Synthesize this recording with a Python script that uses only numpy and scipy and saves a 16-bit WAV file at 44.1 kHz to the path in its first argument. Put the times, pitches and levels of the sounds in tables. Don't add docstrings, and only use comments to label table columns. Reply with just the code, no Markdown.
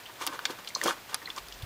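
import sys
import numpy as np
from scipy import signal
from scipy.fft import rfft, irfft
from scipy.io import wavfile
from scipy.ndimage import uniform_filter1d

SR = 44100
rng = np.random.default_rng(int(sys.argv[2]) if len(sys.argv) > 2 else 0)


def generate_wav(sig):
    pcm = np.round(np.clip(np.atleast_2d(sig).T, -1, 1) * 32767).astype(np.int16)
    wavfile.write(sys.argv[1], SR, pcm)


N = 72765
T = np.arange(N) / SR

# (crest time [s], rise [s], fall [s], gulp [dB], wash [dB], spray [dB])
MUZZLE_PUSHES = [(0.097, 0.01, 0.011, -56, -48, -75), (0.221, 0.015, 0.028, -48, -38, -38),
                 (0.289, 0.016, 0.022, -47, -42.5, -56), (0.341, 0.024, 0.024, -45.5, -40, -46.5),
                 (.425, .03, 0.12, -56, -50.5, -56), (.508, 0.019, 0.022, -43, -42, -44),
                 (0.592, 0.0071, 0.0085, -49, -46, -49.5), (.69, 0.02, 0.013, -74, -55.5, -48.5),
                 (.785, 0.017, 0.089, -56, -51.5, -49), (.831, 0.0057, 0.028, -39.5, -40.5, -41.5),
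                 (0.869, 0.025, 0.021, -32, -38, -33.5), (0.891, 0.0086, 0.021, -41, -33, -32),
                 (.925, .01, 0.016, -52, -44, -47), (0.983, 0.011, 0.004, -48, -46, -59),
                 (1.101, 0.014, 0.023, -59, -47.5, -47), (1.133, 0.012, 0.021, -52, -40.5, -50.5),
                 (1.228, 0.0089, 0.014, -50, -47.5, -55), (1.288, 0.0064, 0.042, -54.5, -51, -54),
                 (1.383, 0.015, 0.01, -50, -40, -42)]
# (frequency [Hz], relative level [dB])
GULP_SPECTRUM = [(60, -25), (140, -11), (220, -7), (310, 0), (500, -1), (700, -11), (1200, -35)]
WASH_SPECTRUM = [(400, -28), (690, -13), (920, -3), (1200, -2.5), (1500, -3.5), (2000, -11), (2800, -22.5),
                 (5000, -39)]
SPRAY_SPECTRUM = [(1200, -40.5), (2300, 3.5), (3300, 5), (4600, -1.5), (6300, 1), (8500, -6), (12000, -8),
                  (16000, -29)]
# (time [s], level [dB], centre [Hz], width [Hz], decay [s], relative snap level [dB])
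LIP_SMACKS = [(.059, -31.5, 3080, 1400, 0.0096, -20), (0.2195, -29.5, 5150, 3400, .002, -6),
              (0.2662, -12.5, 6200, 6000, 0.00085, -20), (0.2671, -15.5, 8100, 10000, 0.0012, -3),
              (0.2713, -21.5, 5930, 6040, 0.0031, -20), (0.2741, -11.5, 4280, 5000, 0.0023, -2.5),
              (0.3917, -22, 2240, 3320, 0.0022, -7), (.4535, -2.5, 4000, 3200, 0.000067, -14),
              (.4547, -11.5, 6340, 3000, 0.0015, -17), (.455, -15, 1790, 1410, 0.0025, -23),
              (.459, -21.5, 3400, 2580, 0.0073, -10), (.5055, -24.5, 3420, 2600, 0.0037, -6.5),
              (0.6468, -24.5, 1900, 3380, 0.0016, -9), (.674, -23.5, 3570, 2620, 0.0048, -15),
              (0.6878, -27.5, 5860, 5700, 0.0046, -11), (0.7501, -18, 5600, 2440, 0.0055, -15),
              (.772, -31.5, 5840, 5900, 0.0037, -11), (0.8149, -16, 4550, 3940, 0.0012, -6),
              (0.8371, -19.5, 6900, 4200, 0.0062, 2), (0.8754, -19, 4930, 4600, 0.0053, 0),
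              (1.145, -8, 9770, 4230, 0.0002, -13), (1.1441, -13, 4500, 3120, 0.0038, -19),
              (1.256, -32, 3920, 1210, 0.007, -18), (1.3024, -23, 3170, 2760, 0.0032, -16),
              (1.3628, -25, 5700, 3000, 0.0025, -16), (1.378, -27, 3600, 4000, 0.00099, -12),
              (1.383, -23, 2960, 3000, 0.0017, -14), (1.485, -27, 5030, 2540, 0.0019, -2.5),
              (1.524, -28, 4070, 3040, 0.0038, -16), (1.541, -33, 6000, 2460, 0.0051, -16),
              (1.6225, -28, 3360, 1780, 0.0058, -5)]
# (frequency [Hz], relative level [dB])
SNAP_SPECTRUM = [(300, -41), (1000, -39), (5000, -3), (7500, -0.5), (9500, 1), (12000, -4), (14300, -2),
                 (15400, -6)]
# (time [s], level [dB], centre [Hz])
WALL_KNOCKS = [(.2125, -28.5, 860), (0.2226, -30, 980), (0.2663, -24, 1360), (0.274, -23.5, 1120),
               (0.341, -49, 900), (0.391, -37, 1070), (0.456, -29, 1060), (0.4972, -28, 1060),
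               (0.7605, -34, 910), (0.768, -32.5, 430), (.8675, -18, 1190), (0.877, -31.5, 415),
               (0.8826, -32, 1100), (.909, -21, 1250), (0.943, -36, 1290), (.967, -40, 1040),
               (1.1448, -20, 1380), (1.379, -35, 1110)]
# (time [s], pitch [Hz], level [dB], life [s], glide [octaves/s])
BUBBLE_TONES = [(0.0566, 2780, -34.5, 0.0016, 8), (0.0614, 3025, -37, 0.0036, 2),
                (.215, 364, -45, 0.036, 4), (.275, 310, -38.5, 0.009, 4), (0.3915, 1320, -23.5, 0.0017, 1),
                (0.455, 3430, -19, 0.0022, -1), (0.5002, 362, -32, 0.01, 7.5),
                (.6737, 2970, -31.5, 0.0043, 2), (0.6757, 4070, -33.5, .003, 1),
                (0.7044, 2210, -34.5, 0.0026, -25), (0.7502, 4090, -22, 0.0052, 16),
                (0.7497, 6110, -22, 0.0039, -5), (0.7596, 1110, -29, 0.0038, -10),
                (0.8142, 1840, -19.5, 0.0028, 10), (0.855, 198, -32.5, 0.012, 15),
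                (.856, 356.6, -29.5, 0.029, 0), (0.8587, 1320, -22.5, 0.0037, 4),
                (0.8609, 471, -24, 0.0055, 5), (.857, 770, -32.5, 0.028, 0),
                (0.8768, 3240, -26, 0.0053, 3.5), (.882, 1180, -17, 0.004, 2), (0.896, 329, -29.5, 0.01, 7),
                (0.9075, 1420, -26.5, 0.0042, -5), (1.1306, 2680, -36, 0.0034, 28),
                (1.2177, 1900, -42, 0.008, -1), (1.258, 4070, -29.5, 0.0033, 14),
                (1.2748, 2145, -31, 0.0039, -37), (1.2823, 1440, -34, 0.0017, 0),
                (1.3024, 3450, -30, 0.0038, 5), (1.378, 1085, -29.5, 0.0032, 3),
                (1.5235, 3100, -37.5, .005, -20), (1.6222, 2910, -41, 0.0074, 9)]
# (frequency [Hz], relative level [dB], t60 [s])
TUB_MODES = [(240, -7, .09), (304, -1, .11), (357, -1, .11), (484, 0, .1), (550, -9, .07), (770, 1, .1),
             (925, -5, .07), (1006, -2, .08), (1150, 2, .08), (1218, 2, .09), (1328, 1, .09),
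             (1400, -2, .08), (1503, -4, .07), (1700, -7, .06)]
# (delay [s], gain [ratio])
WALL_REFLECTIONS = [(.0011, 0.13), (.0029, 0.078), (.0053, .08)]
# (frequency [Hz], relative level [dB])
YARD_SPECTRUM = [(25, -27), (60, -25), (90, -1.5), (120, 0), (170, -4), (300, -4), (650, -1), (1100, -1.5),
                 (1800, -2.5), (3500, -6), (6000, -11.5), (11000, -16.5), (14300, -12), (16000, -30)]
WIND_SPECTRUM = [(20, -7), (45, 15.5), (85, 5.5), (130, -10), (220, -7), (600, -30)]
# (time [s], level [dB])
GUST_LEVELS = [(0, -74), (1.2, -70), (1.42, -59), (1.46, -56), (1.51, -61.5), (1.615, -53.5), (1.65, -47)]
# (frequency [Hz], level [dB])
WHINE_TONES = [(15120, -71), (15150, -68)]

TOP_HZ = 15750


def sloshes():
    power = np.zeros((3, N))
    for crest, rise, fall, *levels_db in MUZZLE_PUSHES:
        swell = np.exp(-np.maximum((crest - T) / rise, (T - crest) / fall) ** 1.18)
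        power += (amp(levels_db)[:, None] * swell) ** 2
    gulp, wash, spray = (through(unit(droplets()) * np.sqrt(layer), colour(spectrum))
                         for layer, spectrum in zip(power, (GULP_SPECTRUM, WASH_SPECTRUM, SPRAY_SPECTRUM)))
    return tub_ring(gulp, share=0.024) + tub_ring(wash, share=0.084) + spray


def droplets(per_second=3500, spread_db=3):
    size = amp(spread_db * np.minimum(rng.exponential(size=N), 3))
    sign = rng.choice([-1, 1], N)
    return size * sign * (rng.random(N) < per_second / SR)


def smacks():
    body, snap = np.zeros(N), np.zeros(N)
    for start, db, hz, width_hz, decay_s, snap_db in LIP_SMACKS:
        click = amp(db) * burst(decay_s, rough=0.28)
        add(body, start, band(click, hz, width_hz) * np.sqrt(SR / 2 / width_hz))
        add(snap, start, amp(snap_db) * click)
    return body + through(snap, colour(SNAP_SPECTRUM))


def knocks():
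    out = np.zeros(N)
    for start, db, hz in WALL_KNOCKS:
        blow = band(burst(decay_s=0.0026, rough=0.098), hz, width_hz=0.89 * hz)
        add(out, start, amp(db) * blow / np.abs(blow).max())
    return tub_ring(out, share=0.22)


def bubbles(rise_s=0.00019, wobble_depth=0.021):
    out, t = np.zeros(N), T[:SR // 8]
    for start, hz, db, life, glide in BUBBLE_TONES:
        wobble = 1 + wobble_depth * unit(uniform_filter1d(rng.standard_normal(len(t)), size=40))
        phase = 2 * np.pi * np.cumsum(hz * wobble * 2 ** (glide * t)) / SR
        envelope = np.exp(-(t / life) ** 2) * (1 - np.exp(-t / rise_s))
        add(out, start, amp(db) * np.sin(phase) * envelope)
    return out


def fizz(db=-44, centre_hz=4300, spread_octaves=0.9, decay_cycles=4):
    out, t = np.zeros(N), T[:SR // 20]
    for when, pitch in rng.uniform(-1, 1, size=(60, 2)):
        hz = centre_hz * 2 ** (spread_octaves * pitch)
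        ring = np.sin(2 * np.pi * hz * t) * np.exp(-hz * t / decay_cycles)
        add(out, (when + 1) / 2 * T[-1], amp(db) * ring)
    return out


def tub_ring(x, share):
    t = T[:SR // 4]
    ring = sum(amp(db) * fade(t60) * np.cos(2 * np.pi * hz * t) for hz, db, t60 in TUB_MODES)
    ring = 4 * ring / np.abs(rfft(ring)).max()
    return (x + share * signal.oaconvolve(x, ring)[:N]) / (1 + share)


def echoes(x, tub_db=-11.5, tub_t60=0.046, yard_db=-21.5, yard_t60=0.25):
    out = x.copy()
    for delay, gain in WALL_REFLECTIONS:
        add(out, delay, gain * x)
    for db, t60 in ((tub_db, tub_t60), (yard_db, yard_t60)):
        decay = fade(t60)
        tail = uniform_filter1d(rng.standard_normal(len(decay)), size=4) * decay
        out += amp(db) * through(x, tail)
    return out


def wind():
    gust = amp(np.interp(T, *np.array(GUST_LEVELS).T))
    return gust * noise(WIND_SPECTRUM)


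def puff(time_s=1.637, hz=99, db=-30, width_s=0.0062):
    t = T - time_s
    return -amp(db) * np.sin(2 * np.pi * hz * t) * np.exp(-(t / width_s) ** 2)


def yard(db=-49):
    return amp(db) * noise(YARD_SPECTRUM)


def whine():
    return sum(amp(db) * unit(np.sin(2 * np.pi * hz * T)) for hz, db in WHINE_TONES)


def amp(db):
    return 10 ** (np.asarray(db) / 20)


def unit(x):
    return x / np.sqrt(np.mean(x ** 2))


def fade(t60):
    return amp(-60 * T[:SR // 4] / t60)


def burst(decay_s, rough):
    t = T[:SR // 8]
    x = rough * rng.standard_normal(len(t)) * np.exp(-t / decay_s)
    x[0] = 1
    return x


def noise(spectrum):
    return unit(through(rng.standard_normal(N), colour(spectrum)))


def through(x, response):
    return signal.oaconvolve(x, response / np.linalg.norm(response))[:N]


def colour(spectrum, size=4096):
    hz, db = np.array(spectrum).T
    bin_hz = np.fft.rfftfreq(size, 1 / SR) + 1
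    gain = amp(np.interp(np.log(bin_hz), np.log(hz), db))
    cepstrum = irfft(np.log(gain))
    cepstrum[1:size // 2] *= 2
    cepstrum[size // 2 + 1:] = 0
    return irfft(np.exp(rfft(cepstrum)))


def band(x, hz, width_hz):
    low = np.hypot(hz, width_hz / 2) - width_hz / 2
    high = min(low + width_hz, TOP_HZ)
    return signal.sosfilt(signal.butter(2, [low, high], "band", fs=SR, output="sos"), x)


def add(out, start, x):
    i = int(np.clip(start * SR, 0, N - 1))
    out[i:i + len(x)] += x[:N - i]


def scene(low_cut_hz=100):
    water = echoes(bubbles() + smacks() + knocks() + sloshes() + fizz())
    water = signal.sosfilt(signal.butter(2, low_cut_hz, "high", fs=SR, output="sos"), water)
    return (water + yard() + whine() + wind() + puff())[None]


def record(dry):
    return signal.sosfilt(signal.ellip(10, .2, 80, TOP_HZ, fs=SR, output="sos"), dry)


dry = scene()
out = record(dry)
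generate_wav(out)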